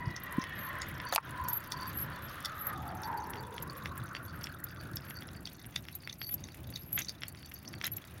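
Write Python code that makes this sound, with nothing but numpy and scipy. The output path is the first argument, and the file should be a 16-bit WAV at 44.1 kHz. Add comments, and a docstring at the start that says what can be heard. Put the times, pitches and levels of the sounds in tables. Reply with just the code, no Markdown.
"""A bicycle rolls along a paved path beside a road at night, heard from the handlebar.
Its tyres rumble and thump over joints, the chain ticks, loose fittings tap, clink and knock,
a spring buzzes and a thin metal disc pings and shivers very high: each part rings in damped modes.
Cars pass and fade, their tyre roar combed by the bounce off the road.
One hard clack of the recorder in its holder makes a limiter duck everything briefly."""
import sys
import numpy as np
from scipy import signal
from scipy.fft import rfft, irfft
from scipy.io import wavfile
from scipy.ndimage import uniform_filter1d, minimum_filter1d

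SR = 44100
rng = np.random.default_rng(int(sys.argv[2]) if len(sys.argv) > 2 else 0)


def wrap_up_sound(samples):
    """Save the sound to the file named by the first command line argument, as 16-bit audio."""
    columns = np.atleast_2d(samples).T
    # keep every value between -1 and 1, then stretch to whole-number steps
    tamed = np.clip(columns, -1, 1)
    steps = np.round(tamed * 32767).astype(np.int16)
    wavfile.write(sys.argv[1], SR, steps)


N = 361619
T = np.arange(N) / SR
LEAD_IN_SAMPLES = 256  # ahead of each hit
LEAD_IN_S = LEAD_IN_SAMPLES / SR


def undb(db):
    """Decibels to gain."""
    return 10 ** (np.asarray(db) / 20)


def unit(x):
    """Scale to rms 1."""
    return x / np.sqrt(np.mean(x ** 2))


def curves(rows):
    """Columns of a timed table, interpolated linearly."""
    times_s, *columns = np.transpose(rows)
    return [np.interp(T, times_s, column) for column in columns]


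def add(out, time_s, x):
    """Mix x into out from time_s."""
    i = max(int(time_s * SR), 0)
    out[i:i + len(x)] += x[:max(N - i, 0)]


def walk(rate_hz):
    """Smooth random drift; rms 1."""
    step = max(int(SR / rate_hz), 1)
    stairs = np.repeat(rng.standard_normal(N // step + 1), step)
    return unit(uniform_filter1d(uniform_filter1d(stairs, step), step)[:N])


def hump(peak_s, width_s):
    """Gaussian swell to 1."""
    return np.exp(-((T - peak_s) / width_s) ** 2)


def colour(x, spectrum):
    """Shape x by (frequency [Hz], gain [dB]) points; rms 1."""
    hz, db = np.transpose(spectrum)
    bins_hz = np.maximum(np.fft.rfftfreq(N, 1 / SR), 1)
    gain = undb(np.interp(np.log(bins_hz), np.log(hz), db))
    return unit(irfft(rfft(x) * gain, N))


def ridge(centre_hz, width_hz):
    """Noise band with a moving centre; rms 1."""
    lowpass = signal.butter(2, width_hz / 2, fs=SR, output="sos")
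    baseband = signal.sosfilt(lowpass, rng.standard_normal(N) + 1j * rng.standard_normal(N))
    return unit(np.real(baseband * np.exp(2j * np.pi * np.cumsum(centre_hz) / SR)))


def ring(modes, scatter_db, detune, weight_db=0, size=2048):
    """Damped modes of a part; each blow lands elsewhere and reweights them."""
    hz, width_hz, db = np.transpose(modes)[:, :, None]
    scatter, shift = rng.standard_normal((2, len(modes), 1))
    t = np.arange(size) / SR
    sign = (-1) ** np.arange(len(modes))[:, None]
    gain = sign * undb(db + weight_db + scatter_db * scatter) * np.sqrt(width_hz)
    decay = np.exp(-np.pi * width_hz * t)
    return np.sum(gain * decay * np.sin(2 * np.pi * hz * (1 + detune * shift) * t), axis=0)


def strike(body, buzz, buzz_s, lead_in=0.26, lead_in_rise_s=0.0021, size=2048):
    """A faint rising lead-in, the hit and a dying buzz; energy of 5 ms at rms 1."""
    t = (np.arange(size) - LEAD_IN_SAMPLES) / SR
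    lead_in_noise = lead_in * np.exp(-np.abs(t) / lead_in_rise_s) / np.sqrt(SR * lead_in_rise_s)
    rebounds = buzz * np.exp(-np.abs(t) / buzz_s) / np.sqrt(SR * buzz_s)
    force = np.where(t < 0, lead_in_noise, rebounds) * rng.standard_normal(size) ** 3
    force[LEAD_IN_SAMPLES] = 1
    hit = signal.fftconvolve(force, body)
    return hit / np.sqrt(np.sum(hit ** 2) / (0.005 * SR))


# Bicycle tyre rumble (frequency [Hz], gain [dB])
RUMBLE_SPECTRUM = [(25, -34), (40, -15), (75, 0), (130, 0.5), (250, -9.5), (340, -10.5), (430, -20),
                   (720, -20.5), (1500, -39.5), (2500, -93)]
# Thumps over joints (time [s], pitch [Hz], half length [s], peak [dB])
THUMPS = [(0.079, 124, 0.0055, -25.5), (.386, 228, 0.003, -18.5), (1.427, 81.8, 0.014, -36.5),
          (4.019, 120.4, 0.014, -34.5)]


def tyres(fade_db_per_s=0.32):
    """Rolling rumble; joints send short, soft blows through the frame."""
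    rumble_db = -47.5 - fade_db_per_s * T + 4.4 * np.tanh(walk(16))
    out = undb(rumble_db) * colour(rng.standard_normal(N), RUMBLE_SPECTRUM)
    for time_s, hz, half_s, db in THUMPS:
        envelope = np.exp(-np.abs((T - time_s) / half_s) ** 3.1)
        out += undb(db) * envelope * np.cos(2 * np.pi * hz * (T - time_s))
    return out


def road_bounce(x, spacing_hz, echo, wander=0.02, bounces=1, abreast_s=3.0, passing_s=2.3):
    """Reflections comb x; the ridges close to spacing_hz as the car nears, then spread."""
    distance = np.hypot(1, (T - abreast_s) / passing_s)  # 1 when abreast
    lag_s = (1 + wander * walk(2.94)) / (spacing_hz * distance)
    echoes = sum(echo ** k * np.interp(T - k * lag_s, T, x) for k in range(1, bounces + 1))
    return unit(x + echoes)


# Car tyre roar (time [s], relative level [dB])
ROAR_LEVELS = [(0, -48), (.5, -46.5), (2.3, -45.5), (3.7, -51.5), (5.3, -56), (6, -68.5), (8.2, -60.5)]
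# Its spectrum (frequency [Hz], gain [dB])
ROAR_SPECTRUM = [(250, -2.5), (450, -5), (580, 1.5), (760, -8), (860, -4), (1120, 4.5), (1500, 5.5),
                 (1850, 4), (2200, -6.5), (3200, -22), (4100, -18.5), (10000, -48)]


def car_roar(gain_db=-2.5):
    """Broad, wavering tyre noise, faintly combed."""
    level_db, = curves(ROAR_LEVELS)
    envelope = undb(level_db + gain_db + 2.3 * walk(12))
    noise = colour(rng.standard_normal(N), ROAR_SPECTRUM)
    return envelope * road_bounce(noise, spacing_hz=417, echo=0.033)


def tread_whine(pitch_hz=1010, throb_hz=2.807, throb_db=7, end_s=2.39):
    """The tread of the approaching car throbs, fading out as it arrives."""
    swell_db = -52.5 + 5.5 * hump(peak_s=1.52, width_s=0.33)
    throb = np.cos(2 * np.pi * throb_hz * (T - 0.02))
    fade = np.clip(2 * (end_s - T), 0, 1)
    return undb(swell_db + throb_db * throb) * fade * ridge(pitch_hz + 22 * walk(16), width_hz=75)


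# Lower band of car tyre noise (time [s], centre [Hz], level [dB])
LOWER_BAND = [(2.5, 791, -68), (2.9, 825, -44.5), (2.99, 862, -47.5), (3.1, 919, -39.5), (3.22, 932, -41.5),
              (3.42, 963, -49.5), (3.8, 1084, -50.5), (5.3, 1296, -86)]
# Upper band (time [s], centre [Hz], blur [Hz], level [dB])
UPPER_BAND = [(0, 1968, 52, -49), (.45, 1870, 74, -47), (.9, 1773, 228, -49.5), (2.2, 1276, 212, -57.5),
              (2.6, 1248, 18, -44), (2.8, 1250, 69, -48), (3.4, 1354, 205.4, -64), (4.05, 1395, 156, -51),
              (5.2, 1579, 176, -58), (6, 1654, 220, -80)]


def car_bands():
    """Two bands of tyre noise: the upper sinks as the car nears, both rise as it leaves."""
    lower_hz, lower_db = curves(LOWER_BAND)
    upper_hz, blur_hz, upper_db = curves(UPPER_BAND)
    lower = undb(lower_db + walk(20)) * ridge(lower_hz + 28 * walk(16), width_hz=156)
    upper = undb(upper_db + walk(13)) * ridge(upper_hz + blur_hz * walk(350), width_hz=61)
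    return lower + upper


# Hiss of approaching cars (time [s], level [dB])
HISS_LEVELS = [(0, -62), (.45, -53.5), (1.6, -63.5), (2.4, -59.5), (3.6, -87)]


def car_hiss():
    """Deeply combed hiss reaches the path ahead of the car."""
    level_db, = curves(HISS_LEVELS)
    hiss = ridge(2600 + 260 * T, width_hz=1340)
    return undb(level_db) * road_bounce(hiss, spacing_hz=264.7, echo=0.77, wander=0.05, bounces=2)


# Thin ring of links and ticks (frequency [Hz], width [Hz], gain [dB])
TICK_MODES = [(7130, 1050, -11.5), (9570, 780, -6), (12030, 660, 0.5), (15100, 550, -9.5)]
# Grit under the tyres (frequency [Hz], gain [dB])
GRIT_SPECTRUM = [(1500, 8), (2500, 15), (4000, 4.5), (6400, 0.5), (7700, -11), (10000, 4.5), (13300, -4),
                 (15200, 5)]
# Shaking of the bicycle (time [s], level [dB])
SHAKE_LEVELS = [(0, -64.5), (1.9, -58.5), (3, -62.5), (8.2, -63)]


def chain_and_grit(links_per_s=30.6, links_gain_db=6, count=260):
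    """Chain links tick unevenly over the teeth; grit crackles beneath."""
    shake_db, = curves(SHAKE_LEVELS)
    links = np.zeros(N)
    for k, (late, force) in enumerate(rng.standard_normal((count, 2))):
        body = ring(TICK_MODES, scatter_db=4, detune=0.04, size=1024)
        link = undb(4 * min(force, 1.5)) * strike(body, buzz=0.9, buzz_s=0.004)
        add(links, (k + 0.2 * late) / links_per_s, link)
    crackle = undb(2 * walk(300) + 3 * walk(70))
    grit = colour(rng.standard_normal(N) * crackle, GRIT_SPECTRUM)
    return undb(shake_db) * (undb(links_gain_db) * links + grit)


# Dull ring of a loose fitting (frequency [Hz], width [Hz], gain [dB])
FITTING_MODES = [(1300, 920, -5), (2060, 510, 10), (2766, 160, 5.5), (3280, 340, 5.5), (5590, 290, -1.5),
                 (7100, 190, -16), (10700, 390, -12.5)]
# Its tapping (time [s], level [dB])
TAP_LEVELS = [(0, -70), (2.8, -55), (8.2, -50.5)]


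def taps(scatter_db=2.0, count=72):
    """A loose fitting taps lightly and unevenly, louder as the ride goes on."""
    out = np.zeros(N)
    for k, (late, force) in enumerate(rng.standard_normal((count, 2))):
        time_s = abs(k + 0.5 * late) / count * N / SR
        db = np.interp(time_s, *np.transpose(TAP_LEVELS)) + scatter_db * min(force, 2)
        body = ring(FITTING_MODES, scatter_db=2.5, detune=0.015, size=1024)
        add(out, time_s, undb(db) * strike(body, buzz=0.05, buzz_s=0.004, lead_in=0.03, size=1024))
    return out


# Small metal parts (frequency [Hz], width before damping factor [Hz], gain [dB])
SMALL_PART_MODES = [(2000, 100, 2), (2400, 120, -7), (3500, 280, 4.5), (3870, 290, 3), (4445, 170, 5),
                    (4770, 820, 5), (5390, 800, 5.5), (6160, 580, 5.5), (6740, 600, 0), (9460, 500, -4),
                    (10150, 290, -3), (14500, 2500, -4)]


def small_part(focus_hz, damping, focus_db=13, focus_octaves=0.14):
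    """Ring with the modes near focus_hz favoured; a freer part is damped less."""
    modes = np.array(SMALL_PART_MODES) * [1, damping, 1]
    offset = np.log2(modes[:, :1] / focus_hz) / focus_octaves
    return ring(modes, scatter_db=4.5, detune=0.012, weight_db=focus_db * np.exp(-offset ** 2))


def jingle(level_db=-55, scatter_db=3, bounce_s=0.022, loss_db=3, low_hz=3300, count=100):
    """Small parts hop faintly: three bounces each, softer every time."""
    out = np.zeros(N)
    for k, (late, force, pitch, gap) in enumerate(rng.random((count, 4))):
        time_s = (k + late) / count * N / SR
        db = level_db + scatter_db * (2 * force - 1)
        for hop in range(3):
            body = small_part(low_hz * 2 ** (pitch ** 2), damping=0.4)
            add(out, time_s, undb(db - hop * loss_db) * strike(body, buzz=0.7, buzz_s=0.005, size=1024))
            time_s += bounce_s * (0.5 + gap)
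    return out


# Clinks of small parts (time [s], relative level [dB], focus [Hz])
CLINKS = [(0.164, -42, 5700), (0.417, -45, 5800), (0.8187, -39, 6480), (1.1244, -38, 4070),
          (1.138, -39, 6400), (1.721, -35.5, 4600), (2.449, -37, 5090), (2.458, -35.5, 5100),
          (3.0337, -46, 5600), (3.698, -45.5, 4430), (4.442, -39, 5320), (4.9699, -39.5, 4960),
          (5.4556, -41.5, 4960), (5.4733, -43.5, 3400), (5.7612, -32.5, 3440), (6.097, -41, 3500),
          (6.128, -46, 6070), (6.44, -45, 3700), (6.7597, -38, 3620), (6.9902, -36.5, 6900),
          (7.0198, -40, 6200), (7.0478, -46, 6100), (7.0855, -38, 4250), (7.094, -37, 4840),
          (7.678, -44, 5750), (7.8437, -36.5, 3750), (7.8551, -36.5, 6800)]


def clinks(gain_db=2.75):
    """Small metal parts collide and buzz briefly."""
    out = np.zeros(N)
    for time_s, db, focus_hz in CLINKS:
        clink = strike(small_part(focus_hz, damping=0.58), buzz=0.19, buzz_s=0.012, lead_in=0.24)
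        add(out, time_s - LEAD_IN_S, undb(db + gain_db) * clink)
    return out


def rattle(spells, modes, contacts_per_s, idle_db, contact_s=0.0015):
    """Random contacts in spells, faint between; soft ones ring the first mode, hard ones all."""
    swell = sum(undb(db) / (1 + ((T - mid_s) / half_s) ** 6) for mid_s, half_s, db in spells)
    swell += undb(idle_db) * np.maximum(walk(30) - 1, 0)
    hardness = np.sqrt(swell / swell.max())
    touching = rng.random(N) < contacts_per_s / SR
    t = T[:SR // 20]
    onset = 1 - np.exp(-(t / contact_s) ** 2)
    out, power = np.zeros(N), 0
    for k, (hz, width_hz, db) in enumerate(modes):
        envelope = undb(db) * np.sqrt(width_hz) * np.exp(-np.pi * width_hz * t) * onset
        body = envelope * np.sin(2 * np.pi * hz * t)
        force = swell * (hardness if k else 1) * touching * rng.standard_normal(N)
        out += signal.fftconvolve(force, body)[:N]
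        power += np.sum(body ** 2) * contacts_per_s / SR
    return out / np.sqrt(power)


# Thin metal disc (frequency [Hz], width [Hz], gain [dB])
DISC_MODES = [(11690, 45, 0), (11850, 170, -4), (12395, 90, -4), (13310, 70, -18), (15060, 180, -9)]
# Blows on it (time [s], level [dB])
DISC_PINGS = [(.235, -41), (.8854, -43.5), (1.4856, -31.5), (1.5317, -30), (2.014, -44), (2.669, -29),
              (3.7741, -46), (4.4321, -45), (4.6405, -33.5), (4.9578, -37), (5.952, -36), (6.341, -29),
              (6.9284, -30), (7.5395, -41), (7.8433, -42), (7.967, -35)]
# Spells of shivering (middle [s], half length [s], level [dB])
DISC_SHIVERS = [(0.63, 0.062, -47), (1.499, 0.0067, -35), (1.553, 0.024, -34.5), (1.99, 0.038, -39),
                (2.25, 0.023, -50.5), (2.604, 0.014, -38), (2.66, 0.033, -46.5), (6.222, 0.03, -46),
                (6.3, 0.032, -42), (6.84, 0.053, -51), (6.943, 0.02, -38), (7.925, 0.013, -43.5)]


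def disc():
    """The disc shivers against its neighbour; struck, it ticks and rings very high."""
    out = rattle(DISC_SHIVERS, DISC_MODES, contacts_per_s=900, idle_db=-53)
    for time_s, db in DISC_PINGS:
        body = ring(DISC_MODES, scatter_db=3, detune=0.002)
        ping = strike(body, buzz=0.46, buzz_s=0.0031, lead_in=0.032) + undb(-10) * tick()
        add(out, time_s - LEAD_IN_S, undb(db) * ping)
    return out


def tick():
    """One thin, buzzing contact."""
    return strike(ring(TICK_MODES, scatter_db=5, detune=0.02), buzz=0.43, buzz_s=0.0047, lead_in=0.24)


# Ticks of loose parts (time [s], relative level [dB])
TICKS = [(0.325, -48.5), (1.149, -33.5), (2.4551, -47), (3.174, -52.5), (3.305, -46.5), (3.6258, -41.5),
         (3.978, -47), (5.1, -50), (5.664, -51.5), (6.704, -52), (6.9905, -40), (7.004, -47), (7.2823, -45),
         (7.868, -36.5)]


def ticks(gain_db=5):
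    """Loose parts touch with single bright ticks."""
    out = np.zeros(N)
    for time_s, db in TICKS:
        add(out, time_s - LEAD_IN_S, undb(db + gain_db) * tick())
    return out


# Knocks of the loose fitting (time [s], relative level [dB])
KNOCKS = [(0.44, -43), (1.001, -43.5), (3.3359, -46.5), (3.356, -52), (3.5808, -43), (3.858, -38.5),
          (4.1503, -41), (4.166, -45.5), (4.4702, -43.5), (5.1078, -47), (5.223, -49.5), (5.7618, -39),
          (5.8855, -46), (6.0746, -42), (6.216, -41.5), (7.013, -46), (7.2198, -46.5), (7.2344, -38.5),
          (7.519, -50.5), (7.7395, -47), (7.8138, -41), (7.867, -50), (7.878, -43)]


def knocks(gain_db=4):
    """The fitting knocks dully; its broad modes die fast."""
    out = np.zeros(N)
    for time_s, db in KNOCKS:
        body = ring(FITTING_MODES, scatter_db=2.0, detune=0.02)
        knock = strike(body, buzz=0.12, buzz_s=0.016, lead_in=0.041, lead_in_rise_s=0.0054)
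        add(out, time_s - LEAD_IN_S, undb(db + gain_db) * knock)
    return out


# Light spring (frequency [Hz], width [Hz], gain [dB])
SPRING_MODES = [(4582, 160, 2.5), (4590, 230, 3), (5850, 560, 2)]
# Spells of buzzing (middle [s], half length [s], level [dB])
SPRING_BUZZES = [(1.1, 0.037, -49.5), (1.52, .08, -63.5), (1.8, 0.095, -54.5), (6.26, 0.042, -55)]


def spring():
    """A light spring buzzes over rough patches of path."""
    return rattle(SPRING_BUZZES, SPRING_MODES, contacts_per_s=330, idle_db=-54)


def holder_clack(scrape_db=-28, tilt_pivot_hz=1200):
    """Jolted, the recorder scrapes in its holder, hits the stop and rebounds twice, duller."""
    sliding = np.interp(T, [1.124, 1.126, 1.134, 1.146], [0, 0.95, 0.61, 0.0098])
    scrape_spectrum = [(200, -29), (600, 6.0), (1300, -0.5), (6000, -28), (13000, -14)]
    out = undb(scrape_db) * sliding * colour(rng.standard_normal(N), scrape_spectrum)
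    # (frequency [Hz], width [Hz], gain [dB])
    case_modes = np.array([(633, 130, 1), (880, 170, 10), (1200, 370, 6.5),
                           (2570, 360, 7.5), (4580, 630, 0), (10000, 2500, -15)])
    octaves_off = np.abs(np.log2(case_modes[:, :1] / tilt_pivot_hz))
    for time_s, db, tilt_db_per_octave in [(1.1606, -7.5, 4), (1.1801, -9.5, -17), (1.1845, -14, -19)]:
        body = ring(case_modes, scatter_db=1, detune=0.01, weight_db=tilt_db_per_octave * octaves_off)
        add(out, time_s - LEAD_IN_S, undb(db) * strike(body, buzz=0.083, buzz_s=0.0085, lead_in=0.0058))
    # so small a case radiates no bass
    return signal.sosfilt(signal.butter(2, 450, "high", fs=SR, output="sos"), out)


def car_abreast(level_db=-52.5):
    """The low body of the roar, rising in pitch, heard only as the car goes by."""
    centre_hz = 420 + 220 * (T - 3.35)
    return undb(level_db) * hump(peak_s=3.39, width_s=0.4) * ridge(centre_hz, width_hz=120)


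# Bicycle frame (frequency [Hz], width [Hz], gain [dB])
FRAME_MODE = (780, 1200, 0)
# Hard jolts (time [s], level [dB])
JOLTS = [(6.9774, -29.5), (7.84, -31.5)]


def jolts():
    """A rough knock rings fitting and frame together and shudders on."""
    out = np.zeros(N)
    for time_s, db in JOLTS:
        body = ring(FITTING_MODES[:4] + [FRAME_MODE], scatter_db=-0.5, detune=0.019)
        add(out, time_s - LEAD_IN_S, undb(db) * strike(body, buzz=0.51, buzz_s=0.028, lead_in=0.089))
    return out


def scene():
    """Mono mix at the handlebar, in open air."""
    impacts = knocks() + clinks() + ticks() + jolts() + taps() + holder_clack()
    rattles = chain_and_grit() + jingle() + disc() + spring()
    cars = car_roar() + tread_whine() + car_bands() + car_hiss() + car_abreast()
    return (impacts + rattles + cars + tyres())[None]


def record(dry, ceiling_db=-11.5, hold_s=0.036, release_s=0.023, cutoff_hz=15950):
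    """Peak limiter with hold and release, then a steep low-pass."""
    x = dry[0]
    needed_gain = np.minimum(1, undb(ceiling_db) / (np.abs(x) + 1e-9))
    half_hold = int(hold_s * SR / 2)
    held_gain = minimum_filter1d(needed_gain, 2 * half_hold + 1, origin=half_hold)
    release = 1 / (release_s * SR)
    reduction = signal.lfilter([release], [1, release - 1], 1 - held_gain)
    gain = np.minimum(held_gain, 1 - reduction)
    lowpass = signal.ellip(10, 0.2, 80, cutoff_hz, fs=SR, output="sos")
    return signal.sosfilt(lowpass, x * gain)[None]


dry = scene()
out = record(dry)
wrap_up_sound(out)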